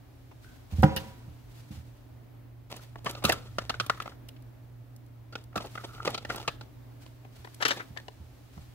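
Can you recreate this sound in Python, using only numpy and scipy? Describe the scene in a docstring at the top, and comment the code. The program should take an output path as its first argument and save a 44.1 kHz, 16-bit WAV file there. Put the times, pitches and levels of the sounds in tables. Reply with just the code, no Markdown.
"""Under a wavering mains hum, room rumble and a faint hiss, a wooden cabinet door bumps against its stop.
Then a small plastic drawer full of batteries is pulled out, rattles, is pushed about and set down on the floor.
Half-sine pushes ring the cabinet panels; flurries of micro-contacts ring the drawer, its cells and the catch.
Grainy noise makes the slides, shaped noise the hissy rubs, and decaying noise the reverb, on two close ports."""
import sys
import numpy as np
from scipy import signal
from scipy.fft import rfft, irfft, next_fast_len
from scipy.io import wavfile
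from scipy.ndimage import uniform_filter1d

SR = 44100
rng = np.random.default_rng(int(sys.argv[2]) if len(sys.argv) > 2 else 0)


def put_to_file(sound):
    """Save the sound as 16-bit audio at rate SR, in the file named by the first command-line argument."""
    columns = np.atleast_2d(sound).T  # one column per channel
    safe = np.clip(columns, -1, 1)
    whole_steps = np.round(safe * 32767)
    wavfile.write(sys.argv[1], SR, whole_steps.astype(np.int16))


N = 385434

# background over time: time_s, rumble_db, hum_db (before its waver and port trims), background_hiss_db
BACKGROUND_LEVELS = [(0, -57, -57, -69), (.87, -51.5, -57, -63.5), (1.36, -54, -52.5, -64.5),
                     (2.56, -57, -51.5, -73.5), (3.6, -47.5, -48, -61.5), (4.2, -56, -50.5, -70.5),
                     (5.33, -57, -50.5, -72.5), (6.35, -52, -49.5, -68), (7.5, -60.5, -53, -67),
                     (8.74, -55, -56, -63)]
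# knocks of drawer and cells, in the hand until LAID_S, then on the floor: start_s, level_db,
# boom_db, clink_db (both relative to level_db), knock_pitch_hz, clink_pitch_hz, chatter_ms
DRAWER_KNOCKS = [(2.713, -41, -4, -19, 1070, 2330, 4.9), (2.739, -40.5, -1, -3, 1100, 2420, 4.6),
                 (2.792, -42, -7, -9, 1420, 4170, 3.5), (2.957, -39, 6, -33, 1150, 2470, 2.4),
                 (3.044, -46, 3, -7, 1820, 2440, 3.5), (3.06, -18, -10, -9, 1110, 2960, 6.3),
                 (3.098, -37.5, 5.5, -12, 1400, 2360, 6.4), (3.15, -37.5, 3, 6, 1350, 3920, 3.2),
                 (3.222, -39, 5, -13, 1080, 2700, 5.5), (3.239, -23.5, 3, 0, 1140, 2740, 5.9),
                 (3.25, -13, -7, 2.5, 1320, 3950, 3.1), (3.293, -10, -0.5, -4.5, 1880, 2520, 5.1),
                 (3.32, -15, -19, -2.5, 1690, 3320, 3.8), (3.584, -14.5, -7, -7.5, 1340, 2950, 3.1),
                 (3.695, -16.5, -15, -3, 1270, 4300, 3.7), (3.702, -19.5, -5, -2.5, 1350, 3030, 2.4),
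                 (3.741, -22.5, -14, -19, 1470, 2490, 2.5), (3.799, -12.5, -34, -2.5, 1450, 4000, 3.1),
                 (3.806, -21.5, -11, -4, 1300, 3170, 3.4), (3.863, -36.5, 0, 1, 1100, 3480, 3.5),
                 (3.897, -8.5, -15.5, -9.5, 1394, 2980, 2.94), (3.975, -35, -19, -20, 1280, 2690, 2.8),
                 (4.001, -18.5, -45, -16, 1350, 2650, 2.7), (4.021, -40.5, -22, 10, 1370, 3280, 2.8),
                 (4.057, -29, -1, -18, 1330, 3100, 4.3), (4.077, -25.5, -7, -17, 1360, 3030, 1.1),
                 (4.117, -38, -31, -23, 1350, 2750, 5.8), (4.289, -58.5, 1, 22, 1920, 3400, 2.2),
                 (4.364, -63, -20.5, 13, 1820, 2960, 3.5), (5.324, -36, -8.5, -3, 1400, 4500, 7.9),
                 (5.354, -22.5, -8, -3, 1470, 3100, 2.9), (5.528, -43, -20, -28, 1270, 2470, 3.5),
                 (5.542, -58, 15, -21, 1100, 2580, 4.7), (5.558, -23.5, 5, -3, 1360, 3650, 3.1),
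                 (5.576, -21, -7, -5.5, 1210, 3650, 2.8), (5.602, -43, 8.5, -12, 1190, 2380, 5.6),
                 (5.642, -42, 9, 2, 1310, 4350, 9.4), (5.753, -24, -12, -15, 1260, 3100, 3.1),
                 (5.776, -24, -9.5, -33, 1430, 2420, 3.9), (5.838, -34, 1, -14, 1330, 3360, 3.2),
                 (5.998, -44, 6.5, -11, 1300, 2150, 3.2), (5.979, -36.5, -6, -17, 1380, 2940, 4.1),
                 (6.05, -38.5, -15, 11.5, 1300, 3730, 5.5), (6.064, -32.5, 5, -1, 1290, 2800, 6.7),
                 (6.075, -16.5, -2, -2, 1260, 2100, 3.3), (6.088, -38.5, 12.5, -10, 1350, 3310, 4.8),
                 (6.102, -35, -14, -6, 1090, 4360, 2.3), (6.144, -26, -5, 3.5, 1350, 4300, 4.8),
                 (6.177, -29, -5.5, 4, 1350, 4100, 4.4), (6.249, -23.5, -5.5, -8.5, 1780, 2570, 3),
                 (6.299, -16, -11, -15, 1440, 2070, 5.3), (6.346, -29, -1, -21, 1220, 2180, 2.8),
                 (6.356, -34.5, 0, -3, 1380, 4760, 8.8), (6.398, -39, 6, 5.5, 1250, 3500, 4.1),
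                 (6.477, -15, -6.5, -3, 1196, 2740, 5), (6.61, -35.5, 1, 3, 1400, 4100, 3.5),
                 (7.063, -45.5, -5, 5.5, 1040, 2930, 1.8), (7.248, -41, 0, -27, 1100, 2710, 3.9),
                 (7.446, -35, -2.5, -9.5, 1770, 3380, 3.5), (7.472, -40, 1.5, -18, 1440, 2290, 3),
                 (7.603, -22.5, -9, -14, 1720, 2910, 10.3), (7.623, -14.5, -13, -4.5, 1810, 2930, 5.5),
                 (7.651, -12, -15.5, 1, 1900, 2900, 6.7), (7.679, -17.5, -17, 0, 1580, 3000, 10.5),
                 (7.706, -12.5, -9.5, -2, 1780, 3630, 8.1), (7.796, -24, -13, -34, 1520, 3670, 9),
                 (7.962, -38.5, 4, -23, 1710, 3350, 8.8), (7.973, -23.5, -24, -5.5, 1800, 3640, 2.3),
                 (8.082, -33, 0, -1.5, 1800, 3340, 2.15), (8.576, -46.5, 6, -6, 1300, 2610, 3.7)]
LAID_S = 7.15  # from here the drawer lies on the floor


def undb(db):
    """Gain of a level in dB."""
    return 10 ** (np.asarray(db) / 20)


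def unit(x):
    """Scale to rms 1."""
    return x / np.sqrt(np.mean(x ** 2))


def curve(table, column):
    """A table column over time."""
    rows = np.array(table)
    return np.interp(np.arange(N) / SR, rows[:, 0], rows[:, column])


def band(x, lo_hz, hi_hz):
    """Band-pass with edges kept in range."""
    lo_hz = np.clip(lo_hz, 10, .4 * SR)
    hi_hz = np.clip(hi_hz, 1.02 * lo_hz, .45 * SR)
    return signal.sosfilt(signal.butter(2, [lo_hz, hi_hz], "band", fs=SR, output="sos"), x)


def steep_band(x, lo_hz, hi_hz):
    """The same band-pass three times over, for steeper skirts."""
    for _ in range(3):
        x = band(x, lo_hz, hi_hz)
    return x


def coloured(spectrum):
    """Noise with a spectrum of (Hz, dB) points, rms 1."""
    hz, db = np.transpose(spectrum)
    size = next_fast_len(N)
    f = np.arange(1, size // 2 + 2) * SR / size
    gain = undb(np.interp(np.log(f), np.log(hz), db))
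    white = rfft(rng.standard_normal(size))
    return unit(irfft(white * gain, size)[:N])


def walk(rate):
    """Random levels held 1 / rate s and slewed twice, rms 1."""
    hold = int(SR / rate)
    steps = np.repeat(rng.standard_normal(N // hold + 1), hold)
    return unit(uniform_filter1d(uniform_filter1d(steps, hold), hold)[:N])


def spread(make, alike):
    """Left and right from two unrelated draws; alike is their correlation."""
    mid = make() * np.sqrt((1 + alike) / 2)
    side = make() * np.sqrt((1 - alike) / 2)
    return np.array([mid + side, mid - side])


def white_pair(length, alike):
    """Two-channel white noise of a length in samples."""
    return spread(lambda: rng.standard_normal(length), alike)


def add(out, sound, s, pan_db, left_lag):
    """Place a two-channel sound; the left port hears it left_lag samples late (negative: the right)."""
    lags = max(left_lag, 0), max(-left_lag, 0)
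    trims_db = pan_db / 2, -pan_db / 2
    for channel, (lag, db) in enumerate(zip(lags, trims_db)):
        i = int(s * SR) + int(lag)
        out[channel, i:i + sound.shape[1]] += undb(db) * sound[channel, :N - i]


def room_tone():
    """Slightly wavering air noise, swelling rumble and a transformer hum that wavers in pitch and level."""
    # colour of the air noise: frequency_hz, density_db (dB per Hz)
    air_colour = [(88, -54), (150, -34), (193, -16.5), (270, -4), (354, -13), (484, -18.5), (624, -16.5),
                  (923, -21.5), (998, -23.5), (1260, -25.5), (2310, -31.5), (7770, -50), (14800, -36.5),
                  (16000, -35)]
    air_db, hum_hz = -58, 118.8
    air = spread(lambda: coloured(air_colour), 0.22) * undb(air_db + 1.2 * walk(6))
    rumble = spread(lambda: unit(steep_band(rng.standard_normal(N), 29.7, 158)), 0.83)
    rumble = rumble * undb(curve(BACKGROUND_LEVELS, 1))
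    phase = 2 * np.pi * np.cumsum(hum_hz + 0.963 * walk(19)) / SR
    hum_gain = np.sqrt(2) * undb(curve(BACKGROUND_LEVELS, 2) + 1.93 * walk(28))
    hum = hum_gain * np.array([undb(-0.5) * np.sin(phase - .25), undb(2.0) * np.sin(phase)])
    return air + rumble + hum


def strokes():
    """Rows (start s, length s, scrape, roll, hiss dB) of slides, tails, hissy rubs, jostling after knocks."""
    # slides of the drawer and ringing tails after knocks: start_s, length_s, scrape_db, rolling_cells_db
    slides_and_tails = [(2.698, 0.13, -45, -59), (3.044, 0.2, -44.5, -50.5), (3.239, 0.13, -30, -33),
                        (3.352, 0.19, -53, -56), (3.61, .05, -62, -54), (3.838, 0.061, -64, -57),
                        (3.896, 0.069, -49, -52), (4.004, 0.11, -49, -79), (5.555, 0.049, -37.5, -31.5),
                        (5.773, 0.23, -52.5, -52.5), (5.81, 0.65, -54.5, -56), (6.049, 0.041, -36, -39.5),
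                        (6.285, 0.24, -43, -49), (7.725, 0.1, -44.5, -46), (7.982, 0.037, -70, -51)]
    # hissy rubs: hand, sleeve, door, and broad tails as the drawer lands: start_s, length_s, hiss_db
    hissy_rubs = [(0.41, 0.27, -62), (0.698, 0.32, -52.5), (0.965, 0.29, -55), (1.471, 0.65, -63),
                  (1.706, 0.13, -53), (2.8, 0.16, -57.5), (3.954, 0.22, -57.5), (5.574, 0.69, -56),
                  (6.994, 0.19, -61), (7.304, 0.94, -58.5), (7.614, 0.031, -39), (7.704, 0.23, -56.5),
                  (8.523, 0.22, -61)]
    slide_hiss_db, rub_scrape_db = -7.5, -6.5  # relative to the slide's scrape, to the rub's hiss
    # after each knock the load jostles on, its scrape set against the boom and its hiss against the clink
    jostle_s, jostle_scrape_db, jostle_hiss_db = 0.1, -27.5, -39
    silent = -np.inf
    rows = [(s, length, scrape, roll, scrape + slide_hiss_db) for s, length, scrape, roll in slides_and_tails]
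    rows += [(s, length, hiss + rub_scrape_db, silent, hiss) for s, length, hiss in hissy_rubs]
    for s, db, boom, clink, *_ in DRAWER_KNOCKS:
        rows.append((s, jostle_s, db + boom + jostle_scrape_db, silent, db + clink + jostle_hiss_db))
    return rows


def stroke_gain(column, rise=0.051):
    """Gain over time of one layer: each stroke sets in over the fraction rise and eases off."""
    power = np.zeros(2 * N)
    for row in strokes():
        u = np.linspace(0, 1, int(row[1] * SR))
        start = int(row[0] * SR)
        shape = np.minimum(u / rise, 1) * (1 - u ** 1.59)
        power[start:start + len(u)] += (undb(row[column]) * shape) ** 2
    return np.sqrt(power[:N])


def rustle():
    """A faint background hiss that slowly swells and fades, plus uneven puffs of hiss on each stroke."""
    # colour of the hiss: frequency_hz, density_db (dB per Hz)
    hiss_colour = [(500, 2), (1500, 0), (4000, -1.5), (9000, -8.5), (15500, -10)]
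    unevenness_db = 2.5 * walk(70) + 1.8 * rng.exponential(size=N)
    puffs = stroke_gain(column=4) * undb(unevenness_db)
    background = undb(curve(BACKGROUND_LEVELS, 3))
    return spread(lambda: coloured(hiss_colour), 0.033) * np.hypot(undb(-3.0) * puffs, background)


def knocks(events, modes, crack_db, pan_db, left_lag, fill_db, scatter_db=3, damping=2.5, alike=0.6):
    """Micro-contact flurries ring the body and crack in the treble: (whole sound, broad clicks alone)."""
    knock_width_hz, clink_width_hz = 62, 110  # own ring of each knock, before damping
    own_clink_db = 3  # the knock's own clink over the shared modes
    snap_db, snap_ms = 7, 0.56  # the first contact is the hardest; level before a tenfold cut
    out, t = np.zeros((2, 2, N)), np.arange(2400) / SR
    for s, level_db, boom_db, clink_db, knock_hz, clink_hz, ms in events:
        hz, width, db = np.transpose(modes)
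        group = np.append(np.digitize(hz, [1000, 2100]), [1, 2])  # boom, knock, clink
        # the shared modes vary a little in pitch and level at each knock, drawn at random
        chance = rng.standard_normal((2, len(hz)))
        hz = np.append(hz * (1 + .03 * chance[0]), [knock_hz, clink_hz])
        width = damping * np.append(width, [knock_width_hz, clink_width_hz])
        gain = undb(np.append(db + scatter_db * chance[1], [0, own_clink_db]))
        rings = gain * np.sin(2 * np.pi * hz * t[:, None]) * np.exp(-np.pi * width * t[:, None])

        sizes = undb(2.1 * rng.exponential(size=len(t)))
        age = t * 1000 / max(ms, .3)
        chatter = np.exp(-age) * (1 - np.exp(-age / 1.05))
        snap = undb(snap_db) * np.exp(-t * 1000 / snap_ms) / 10
        # the two ports see the contacts from different sides
        flurry = white_pair(len(t), alike) * sizes * (chatter + snap)

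        groups, clicks = [], []
        for k, (lo_hz, hi_hz) in enumerate(((300, 950), (1000, 2100), (1900, 4400))):
            ring = rings[:, group == k].sum(axis=1)
            ring = signal.fftconvolve(flurry, ring[None], axes=1)[:, :len(t)]
            # a broad click fills the gaps between the modes
            click = unit(band(flurry, lo_hz, hi_hz))
            clicks.append(click)
            groups.append(unit(ring) + undb(fill_db) * click)
        crack = band(flurry, 4500, 16000)
        groups.append(crack)
        clicks.append(crack)
        gains = undb([boom_db, -3, clink_db, clink_db + crack_db])
        for layer, parts in zip(out, (groups, clicks)):
            knock = sum(g * x / np.abs(x).max() for g, x in zip(gains, parts))
            add(layer, undb(level_db) * knock, s, pan_db, left_lag)
    return band(out, 150, 17000)


def slides():
    """Stick-slip grains scrape on each stroke; a narrow band keeps the main drawer mode singing as cells roll."""
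    # main drawer mode under rolling cells, in the hand, then on the floor: pitch_hz, half_width_hz
    roll_modes = [(1310, 107), (1750, 110)]
    grains = rng.standard_normal((2, N)) * undb(3.0 * rng.exponential(size=(2, N)))
    rub = band(grains[0], 170, 1100) + undb(-6.5) * band(grains[0], 1100, 4300)
    scrape = unit(rub * undb(6 * walk(110)))
    throb = undb(4.5 * walk(80))
    held, laid = (unit(band(grains[1], hz - width, hz + width) * throb) for hz, width in roll_modes)
    roll = np.where(np.arange(N) < LAID_S * SR, held, laid)
    drag = stroke_gain(column=2) * scrape + stroke_gain(column=3) * roll
    return np.array([drag, np.roll(drag, 5)])  # the right port hears it 5 samples late


def door_detail():
    """The hinge squeaks faintly in narrow noise; the hard blow then leaves a noisy woody wash."""
    squeak_at_s, squeak_s, squeak_hz, squeak_db = .445, .2, 1520, -62
    blow_at_s, wash_db, wash_t60_s, wash_lo_hz, wash_hi_hz = .831, -41.5, 0.9, 252, 2798
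    out, t = np.zeros((2, N)), np.arange(int(.5 * SR)) / SR
    squeak = unit(band(white_pair(len(t), .7), squeak_hz - 80, squeak_hz + 80))
    add(out, undb(squeak_db) * squeak * np.clip(1 - t / squeak_s, 0, 1), squeak_at_s, -1.5, 6)
    wash = unit(band(white_pair(len(t), 1.0), wash_lo_hz, wash_hi_hz))
    add(out, undb(wash_db) * wash * np.exp(-np.log(1000) * t / wash_t60_s), blow_at_s, -1.5, 6)
    return out


def cabinet():
    """A half-sine push rings the panels; a longer contact leaves only the low modes."""
    # low thumps of the door, and of the cabinet shaken by the drawer:
    # start_s, level_db (peak before panning), contact_ms
    cabinet_bumps = [(0.724, -24.5, 10.5), (0.784, -17, 8.8), (0.8304, -7.5, 0.63), (0.8377, -6.5, 2.8),
                     (0.8443, -10, 3.3), (0.962, -27, 3.6), (1.277, -35.5, 6.3), (1.706, -33.5, 3.07),
                     (1.768, -36, 8.3), (3.246, -21, 3.7), (3.296, -39, 7.1), (5.564, -30.5, 2.2),
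                     (7.379, -43, 13.6), (7.902, -38, 5.6), (8.198, -38, 11), (8.571, -34, 5.5)]
    # panel modes: pitch_hz, level_db, t60_s (of the long ring)
    panel_modes = [(81.2, 6, 0.31), (111, -21, 0.38), (156, 5.5, 0.092), (207.4, 3, 0.13), (221, -16, 1),
                   (305, -1.5, 0.22), (440, -14.5, 0.9), (535.3, 0.5, 0.54), (650, -13, 0.18),
                   (771, 7, 0.23), (832, -0.5, 0.3), (973, -5, 0.73), (1265, -0.5, 0.14), (1440, -2, 0.5),
                   (2500, -11, 0.11)]
    thud_db, thud_share = 8, 0.25  # thud over the long ring, and its decay time as a share of t60
    twin_split = .025  # each mode has a close twin, so the ring throbs at this share of its pitch
    out, t = np.zeros((2, N)), np.arange(int(.7 * SR))[:, None] / SR
    hz, db, t60 = np.transpose(panel_modes)
    decay = np.log(1000) * t / t60
    throb = 1 + .7 * np.sin(2 * np.pi * twin_split * hz * t)
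    # most energy leaves in a short thud, the rest rings on
    envelope = np.exp(-decay) * throb + undb(thud_db) * np.exp(-decay / thud_share)
    ring = undb(db) * np.sin(2 * np.pi * hz * t) * envelope
    # panels are too small to radiate the deepest bass
    ring = steep_band(ring.sum(axis=1), 81, 6000)
    for s, level_db, ms in cabinet_bumps:
        n = max(ms, .2) * SR / 1000
        push = np.sin(np.pi * np.clip(np.arange(1, int(n) + 2) / (n + 1), 0, 1))
        bump = signal.fftconvolve(ring, push)
        bump = bump * undb(level_db) / np.abs(bump).max()
        add(out, np.tile(bump, (2, 1)), s, -2.5, 15 if ms > 2 else 6)
    return out


def ticks():
    """Bright ticks of steel on steel, catch and cells: short treble-only flurries with no box under them."""
    # ticks: start_s, level_db (peak before panning)
    steel_ticks = [(0.823, -31), (0.84, -34), (0.962, -21.5), (2.764, -34), (3.045, -37), (3.095, -33.5),
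                   (3.109, -29), (3.24, -23.5), (3.25, -16), (3.292, -21), (3.323, -20), (3.863, -33.5),
                   (4.023, -37.5), (4.286, -38), (4.422, -53), (4.962, -45), (5.062, -56), (5.438, -46),
                   (5.659, -44), (6.103, -35), (6.359, -28.5), (7.544, -37), (7.681, -22.5)]
    decay_ms, low_hz = 3.03, 3030
    out, age = np.zeros((2, N)), np.arange(1200) * 1000 / SR / decay_ms
    envelope = np.exp(-age) * (1 - np.exp(-age / .5))
    for s, level_db in steel_ticks:
        tick = band(white_pair(len(age), .5) * envelope, low_hz, 15500)
        add(out, undb(level_db) * tick / np.abs(tick).max(), s, -.8, -4)
    return out


def reverb(x, wet_db, t60_s):
    """A small room: decaying noise, the treble dying first."""
    t = np.arange(int(.6 * SR)) / SR
    noise = white_pair(len(t), 0.38)
    fall = np.log(1000) * t / t60_s
    body = band(noise, 140, 5140) * np.exp(-fall)
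    treble = undb(-5.5) * band(noise, 2400, 16800) * np.exp(-1.3 * fall)
    tail = (body + treble) * (1 - np.exp(-t / 0.0001))
    tail = tail / np.sqrt(np.sum(tail ** 2) / 2)
    return undb(wet_db) * signal.fftconvolve(x.mean(axis=0)[None], tail, axes=1)[:, :N]


def scene():
    """All sources; the room returns broad clicks, ticks and slides, and the hollow cabinet rings longer."""
    # door catch knocks: start_s, level_db, boom_db, clink_db, knock_pitch_hz, clink_pitch_hz, chatter_ms
    catch_knocks = [(.312, -49, 5, -25, 1010, 2500, 6.1), (.443, -43, -18, -25, 1500, 2500, 3),
                    (0.8315, -15.5, 5.5, -11.5, 1400, 2700, 4.1), (0.9626, -23.5, -3, 3.5, 1875, 2890, 9.1)]
    # modes of the catch, the drawer in the hand and on the floor:
    # pitch_hz, width_hz (before damping), level_db (pitch and level vary at each knock)
    catch_modes = [(960, 170, 0), (1400, 90, -11), (3630, 320, -20), (5600, 360, -5)]
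    held_modes = [(338, 49, -2), (530, 450, -21), (780, 510, -7.5), (808, 140, 7), (1100, 320, -74),
                  (2690, 69, 0.5), (3140, 66, -5.5), (3730, 360, -8), (4500, 370, -4)]
    laid_modes = [(530, 170, -20), (990, 47, 12), (1500, 190, -25), (1750, 140, -18), (1970, 60, -7),
                  (2380, 83, 10), (2970, 160, 18), (3500, 100, -11), (5630, 110, 2)]
    drawer_crack_db, catch_crack_db = -21.5, -4  # treble crack against the clink
    held = [k for k in DRAWER_KNOCKS if k[0] < LAID_S]
    laid = [k for k in DRAWER_KNOCKS if k[0] >= LAID_S]
    struck = knocks(catch_knocks, catch_modes, catch_crack_db, pan_db=-1.6, left_lag=27, fill_db=0.71)
    struck += knocks(held, held_modes, drawer_crack_db, pan_db=0.11, left_lag=-4.0, fill_db=-3.5)
    struck += knocks(laid, laid_modes, drawer_crack_db, pan_db=6.0, left_lag=-12.0, fill_db=0.5)
    # ticks and slides join both the whole sound and what the room returns
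    drawer, to_room = struck + ticks() + slides()
    door = door_detail() + cabinet()
    drawer = drawer + reverb(to_room, wet_db=-17, t60_s=0.31)
    door = door + reverb(door, wet_db=-15.5, t60_s=0.52)
    return room_tone() + rustle() + drawer + door


def record(dry):
    """The recorder cuts the top with a steep low-pass at 15.7 kHz."""
    return signal.sosfilt(signal.ellip(10, .2, 80, 15700, fs=SR, output="sos"), dry)


dry = scene()
out = record(dry)
put_to_file(out)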